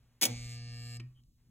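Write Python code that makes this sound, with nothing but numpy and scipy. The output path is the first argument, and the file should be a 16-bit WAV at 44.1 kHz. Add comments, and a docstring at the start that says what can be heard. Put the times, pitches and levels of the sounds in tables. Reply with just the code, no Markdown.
"""A quiet room: rumble, air, hiss and a faint standing hum, all filtered noise and sines.
A breaker in a steel panel snaps on: a clattering clunk of noise bursts that rings the box's modes.
The current makes the panel hum (harmonic partials) and a loose part strike twice per mains cycle:
a hard buzz with a sizzling top, made of filtered pulses. The buzz stops dead, a small latch clicks
(noise bursts, struck modes) and the hum dies away; a faint scuff and a tiny knock follow."""
import sys
import numpy as np
from scipy import signal
from scipy.fft import rfft, irfft
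from scipy.io import wavfile

SR = 44100
rng = np.random.default_rng(int(sys.argv[2]) if len(sys.argv) > 2 else 0)


def int16_out(signal):
    """Quantize to a 16-bit WAV file."""
    q = np.round(np.clip(np.atleast_2d(signal).T, -1, 1) * 32767)
    wavfile.write(sys.argv[1], SR, q.astype(np.int16))


N = 66150
T = np.arange(N) / SR
FFT_SIZE = 2 ** 17
HZ = np.arange(FFT_SIZE // 2 + 1) * SR / FFT_SIZE

BUZZ_HZ, PHASE_ZERO_S = 119.94, .2608
BUZZ_OFF_S, HUM_OFF_S = .973, 1.04


def from_db(db):
    """Decibels to gain."""
    return 10 ** (np.asarray(db) / 20)


def level(rows):
    """A (s, dB) curve as a gain per sample."""
    return from_db(np.interp(T, *np.transpose(rows)))


def colour(x, points):
    """Causal (minimum-phase) filter through (Hz, dB) points."""
    hz, db = np.transpose(points)
    gain = from_db(np.interp(np.log(HZ + 1), np.log(hz), db))
    # fold the cepstrum onto positive time: minimum phase
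    cepstrum = irfft(np.log(gain))
    cepstrum[1:FFT_SIZE // 2] *= 2
    cepstrum[FFT_SIZE // 2 + 1:] = 0
    response = np.exp(rfft(cepstrum))
    return irfft(rfft(x, FFT_SIZE) * response)[..., :N]


def noise(spectrum):
    """Steady coloured noise."""
    return colour(rng.standard_normal(N), spectrum)


def fall(start_s, t60_s):
    """Silence, then an exponential decay."""
    return (T >= start_s) * 1000. ** (-np.maximum(T - start_s, 0) / t60_s)


def burst(start_s, t60_s):
    """Dense dying vibration of unit energy: decaying noise."""
    x = rng.standard_normal(N) * fall(start_s, t60_s)
    return x / np.sqrt(np.sum(x ** 2) + 1e-20)


def ring(start_s, modes):
    """Struck modes: decaying sines, each starting at a chance phase."""
    total = np.zeros(N)
    for hz, db, t60_s in modes:
        sine = np.sin(2 * np.pi * (hz * T + rng.random()))
        total += from_db(db) * fall(start_s, t60_s) * sine
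    return total


def convolve(x, response):
    """Pass a sound through an impulse response."""
    return signal.fftconvolve(x, response)[:N]


# Noise floor spectra. Each row: frequency in Hz, level in dB.
RUMBLE = [(20, -49), (45, -40.5), (90, -48.5), (130, -47), (190, -56), (260, -57.5), (450, -76.5),
          (2000, -110)]
AIR = [(100, -73), (400, -72.5), (1200, -77), (3000, -79), (5000, -86.5), (15000, -100)]
HISS = [(300, -90.5), (2000, -92.5), (4000, -79.5), (8000, -80.5), (12000, -83.5), (15500, -82.5)]
# Floor level curves; the air dips briefly. Each row: time in seconds, level in dB.
RUMBLE_LEVEL = [(0, -1.5), (.3, -8.5), (.37, 15), (.55, 6), (.65, 7), (.85, 6.5), (1.02, 7), (1.18, -1.5),
                (1.3, 2), (1.4, -5.5), (1.5, 5)]
AIR_LEVEL = [(0, 4.5), (1.13, -0.5), (1.22, -18), (1.34, -28), (1.39, 0), (1.5, -4.5)]


def floor():
    """Low rumble and room air, both of varying level, and steady thin hiss."""
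    rumble = level(RUMBLE_LEVEL) * noise(RUMBLE)
    air = level(AIR_LEVEL) * noise(AIR)
    return rumble + air + noise(HISS)


def hum_phase():
    """Phase in radians of the first hum partial, zero at PHASE_ZERO_S, just before the first strike."""
    return 2 * np.pi * BUZZ_HZ * (T - PHASE_ZERO_S)


# Faint standing hum. Each entry: level in dB rms, partials 1 and 2.
STANDING_DB = [-74, -82.5]


def standing_hum():
    """Two steady harmonic partials, present throughout."""
    phase = hum_phase()
    partials = sum(from_db(db) * np.cos(k * phase) for k, db in enumerate(STANDING_DB, 1))
    return np.sqrt(2) * partials  # rms to peak


# Blows of the mechanism.
# Each row: start in seconds, clatter level in dB before CLUNK_DB, t60 in seconds, push on the box in dB.
BLOWS = [(.2125, -12, 0.086, -19.5), (.2163, -10, .04, -16), (0.2229, -4, 0.041, -4.5),
         (0.2309, -1.5, .06, -4), (0.2383, -4.5, .07, -3), (.2538, -4.5, .04, -4),
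         (.2625, -15.5, .04, -18.5)]
# Colour of a blow. Each row: frequency in Hz, gain in dB.
CLUNK = [(100, -36), (200, -8.5), (500, -8.5), (1000, -10), (1500, -10.5), (2300, 1.5), (2650, -0.5),
         (3200, 2), (4000, -0.5), (4950, 6.5), (5600, 4.5), (6500, 4.5), (7400, -1.5), (8450, 5.5),
         (9200, 0.5), (12500, 0), (14700, -11.5), (15550, 4.5), (16000, -21)]
# Ringing modes of the steel box. Each row: frequency in Hz, level in dB before the push, t60 in seconds.
PANEL = [(184, -43, .38), (212, -46, .25), (242, -43, .4), (305, -44, .38), (326, -38, .27), (472, -39, .2),
         (577, -41, .22), (730, -45, .17), (786, -45, .15), (2248, -39, .11), (2290, -38, .12),
         (2765, -42, .09), (3323, -36, .09), (6078, -42, .08), (6397, -40, .07), (6548, -39, .08)]
CLUNK_DB, CRACK_SHARE, CRACK_T60_S = 5, .25, .0032
BOX_LOW_CUT_HZ = 150  # keeps the abrupt mode starts free of bass thump


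def clunk():
    """The mechanism lands in several blows, each a crack and a short clatter that sets the box ringing."""
    clatter = np.zeros(N)
    for start_s, clatter_db, t60_s, _ in BLOWS:
        blow = burst(start_s, t60_s) + CRACK_SHARE * burst(start_s, CRACK_T60_S)
        clatter += from_db(clatter_db) * blow
    box = sum(from_db(push_db) * ring(start_s, PANEL) for start_s, _, _, push_db in BLOWS)
    low_cut = signal.butter(4, BOX_LOW_CUT_HZ, "high", fs=SR, output="sos")
    return from_db(CLUNK_DB) * colour(clatter, CLUNK) + signal.sosfilt(low_cut, box)


# Hum partials 1-7. Each row: steady level in dB rms, extra swell at switch-on in dB rms.
HUM = [(-45, -45), (-64, -47), (-80, -68), (-72, -62), (-86, -82), (-78.5, -71), (-86, -64.5)]
# Bass modes of the room. Each row: frequency in Hz, peak level in dB, t60 in seconds.
BASS_MODES = [(125.3, -40, 0.41), (245, -65.5, 0.24)]
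HUM_ON_S, HUM_RISE_S, HUM_T60_S, UPPER_T60_S = .256, .049, .051, .099
INRUSH_PEAK_S, INRUSH_WIDTH_S = .315, .032


def hum():
    """Partials of the magnetic pull swell with the inrush and hold; then the room's bass modes ring on."""
    phase = hum_phase()
    rise = np.clip((T - HUM_ON_S) / HUM_RISE_S, 0, 1)
    on = rise * np.where(T < HUM_OFF_S, 1, fall(HUM_OFF_S, HUM_T60_S))
    inrush = np.exp(-((T - INRUSH_PEAK_S) / INRUSH_WIDTH_S) ** 2)
    # partials 3 and up end with the buzz
    upper = np.where(T < BUZZ_OFF_S, 1, fall(BUZZ_OFF_S, UPPER_T60_S))
    driven = np.zeros(N)
    for k, (db, swell_db) in enumerate(HUM, 1):
        gain = from_db(db) + from_db(swell_db) * inrush
        driven += on * gain * np.cos(k * phase) * (1 if k < 3 else upper)
    # the modes take over in phase with the partials
    last_phase = np.interp(HUM_OFF_S, T, phase)
    free = np.zeros(N)
    for k, (hz, db, t60_s) in enumerate(BASS_MODES, 1):
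        mode = np.cos(2 * np.pi * hz * (T - HUM_OFF_S) + k * last_phase)
        free += from_db(db) * fall(HUM_OFF_S, t60_s) * mode
    return np.sqrt(2) * driven + free * (1 - fall(HUM_OFF_S, HUM_T60_S))


def scatter(x, t60_s, share):
    """Random all-pass spreads each strike in time, colour unchanged; muted before the first pulse."""
    response = 1 + share * rfft(burst(0, t60_s), FFT_SIZE)
    all_pass = response / np.abs(response)
    return irfft(rfft(x, FFT_SIZE) * all_pass)[:N] * (T > PHASE_ZERO_S)


STRIKE_LAG_S = .0003


def strikes(curve, spectrum, ring_t60_s, ring_share, rough, grit, jitter_s):
    """One strike per half mains cycle; all ring alike, with chance slip in time, strength and a little grit."""
    start_s = np.arange(PHASE_ZERO_S + STRIKE_LAG_S, BUZZ_OFF_S, 1 / BUZZ_HZ)
    slip, strength = rng.standard_normal((2, N))[:, :len(start_s)]
    start_s = start_s + jitter_s * slip
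    # sinc pulses keep the timing finer than a sample
    taps = (start_s * SR).astype(int)[:, None] + np.arange(-8, 9)
    pulses = np.zeros(N)
    pulses[taps] = np.sinc(taps - start_s[:, None] * SR) * (1 + rough * strength[:, None])
    pulses = pulses * level(curve)
    body = scatter(pulses, ring_t60_s, ring_share)
    # grit: noise that follows the decaying energy of the strikes
    spread = fall(0, ring_t60_s) ** 2
    energy = np.abs(convolve(pulses ** 2, spread / spread.sum()))
    grains = np.sqrt(energy) * rng.standard_normal(N)
    return colour(body + grit * grains, spectrum)


# Levels of the steady buzz, the chatter while the part settles, and the sizzling top.
# Each row: time in seconds, level in dB before the colour.
BUZZ_LEVEL = [(.26, -23.5), (.4, -23), (.55, -21), (.61, -23.5), (.75, -21.5), (.97, -20.5)]
CHATTER_LEVEL = [(.26, -13), (.31, -14.5), (.4, -17), (.53, -20), (.6, -28), (.7, -29), (.8, -36),
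                 (.97, -30.5)]
SIZZLE_LEVEL = [(.26, -14), (.35, -31), (.43, -19.5), (.52, -17.5), (.555, -20), (.585, -32), (.68, -37),
                (.73, -24.5), (.83, -18), (.97, -15.5)]
# Their colours. Each row: frequency in Hz, gain in dB.
BUZZ = [(700, -12.5), (960, -41), (1200, -5), (1440, -29), (1700, -1), (1820, 0), (2040, -23), (2280, 3.5),
        (2400, -6.5), (2580, -11.5), (2760, 4), (3020, -13), (3250, -4.5), (3650, -19), (4100, -0.5),
        (4550, 3.5), (5300, 2), (5800, -13), (6700, -6.5), (7800, -30), (8400, -6), (9100, -34.5),
        (11000, -41), (16000, -41.5)]
CHATTER = [(800, -26), (1000, -33), (1500, -18), (2000, -7.5), (2270, 3.5), (2620, -13.5), (3300, -7.5),
           (3800, -8), (4800, -12), (5600, -8), (6500, -3), (7400, -9), (8500, -9.5), (9200, -17.5),
           (10200, -24), (11000, -31), (14000, -39), (16000, -44.5)]
SIZZLE = [(3000, -31.5), (6800, -12), (7500, -1.5), (7900, -8), (8400, -4), (9000, -22), (10000, -42.5),
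          (11500, -29.5), (12000, -18.5), (12500, -10.5), (12950, -24), (13400, -14), (14000, -43.5),
          (16000, -40.5)]


def buzz():
    """Three strike trains: the steady buzz, its loose early chatter and the sizzle that comes and goes."""
    steady = strikes(BUZZ_LEVEL, BUZZ, ring_t60_s=.03, ring_share=1.1,
                     rough=.04, grit=.3, jitter_s=3e-6)
    chatter = strikes(CHATTER_LEVEL, CHATTER, ring_t60_s=.06, ring_share=1.5,
                      rough=.12, grit=.35, jitter_s=1.5e-5)
    sizzle = strikes(SIZZLE_LEVEL, SIZZLE, ring_t60_s=.014, ring_share=.52,
                     rough=.06, grit=.11, jitter_s=2e-6)
    return steady + chatter + sizzle


# Contacts of the latch. Each row: start in seconds, level in dB before the colour, t60 in seconds.
LATCH = [(.998, -17, 0.01), (1.0008, -11.5, 0.016), (1.004, -18, 0.041)]
# Colour of the contacts. Each row: frequency in Hz, gain in dB.
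LATCH_COLOUR = [(200, 2.5), (900, -16), (1900, -17), (2350, 5), (2900, -6.5), (3600, -13.5), (4900, -8),
                (6000, -21), (8300, -22.5), (9500, -28), (15000, -44)]


def latch_clicks():
    """Contacts of the latch click as short noise bursts."""
    clicks = sum(from_db(db) * burst(start_s, t60_s) for start_s, db, t60_s in LATCH)
    return colour(clicks, LATCH_COLOUR)


# Modes of the latch. Each row: frequency in Hz, peak level in dB, t60 in seconds.
LATCH_RING = [(328.7, -58, 0.2), (1150, -73.5, 0.66), (1854, -60.5, 0.15), (2680, -68, 0.054),
              (3123, -60, 0.087)]


def latch_ring():
    """The second contact sets the modes of the latch ringing."""
    return ring(LATCH[1][0], LATCH_RING)


# Scuff spectrum. Each row: frequency in Hz, level in dB before SCUFF_DB.
SCUFF = [(900, -18), (2700, -20), (3100, 4.5), (3400, -10), (4200, -33), (9000, -45)]
SCUFF_S, SCUFF_HALF_LENGTH_S, SCUFF_DB = 1.18, .03, -59


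def scuff():
    """Faint coloured noise under a flat-topped swell."""
    swell = np.exp(-((T - SCUFF_S) / SCUFF_HALF_LENGTH_S) ** 4)
    return from_db(SCUFF_DB) * swell * noise(SCUFF)


# Knock colour. Each row: frequency in Hz, gain in dB.
KNOCK = [(100, -9), (380, 10), (900, -31), (2200, -9), (4000, -2), (6000, -6), (12000, -25)]
KNOCK_S, KNOCK_DB, KNOCK_T60_S = 1.2365, -44, .014  # level before the colour


def knock():
    """A tiny coloured burst of decaying noise."""
    return from_db(KNOCK_DB) * colour(burst(KNOCK_S, KNOCK_T60_S), KNOCK)


# Colour of the room tail. Each row: frequency in Hz, gain in dB.
ROOM = [(100, -3.5), (250, 1.5), (700, 13), (2500, 1), (6000, -12), (10000, -12), (16000, -13)]
ROOM_DELAY_S, ROOM_T60_S, ROOM_DB = .0069, .29, -14.5  # level before the colour


def room(x):
    """A faint, dull tail: convolution with delayed, decaying noise."""
    tail = convolve(x, burst(ROOM_DELAY_S, ROOM_T60_S))
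    return from_db(ROOM_DB) * colour(tail, ROOM)


ROOM_SIDE_DB, EARLY_SIDE_DB, FLOOR_SIDE_DB, EARLY_T60_S = -3.5, -17, -15, .05


def scene():
    """The panel straight ahead; reflections, room and floor add a little width."""
    panel = clunk() + buzz() + latch_clicks() + scuff() + latch_ring() + knock()
    mid = panel + standing_hum() + hum() + room(panel) + floor()
    # fresh noise draws make the sides differ
    side = from_db(ROOM_SIDE_DB) * room(panel)
    side += from_db(EARLY_SIDE_DB) * convolve(panel, burst(0, EARLY_T60_S))
    side += from_db(FLOOR_SIDE_DB) * floor()
    return np.array([mid + side, mid - side])


WIDEN_LAG_S, WIDEN_FROM_HZ, WIDEN_KNEE_HZ = .000242, 2920, 800
CUTOFF_HZ = 15800


def record(dry):
    """Stereo widening: both channels in step in the bass, the left leads in the treble; the top is cut."""
    # softplus: phase difference near zero well below WIDEN_FROM_HZ, growing linearly above
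    lagging_hz = WIDEN_KNEE_HZ * np.logaddexp(0, (HZ - WIDEN_FROM_HZ) / WIDEN_KNEE_HZ)
    phase = 2 * np.pi * WIDEN_LAG_S * lagging_hz
    widening = np.exp(.5j * np.array([phase, -phase]))
    top = 1 / np.sqrt(1 + (HZ / CUTOFF_HZ) ** 240)
    return irfft(rfft(dry, FFT_SIZE) * widening * top)[:, :N]


dry = scene()
out = record(dry)
int16_out(out)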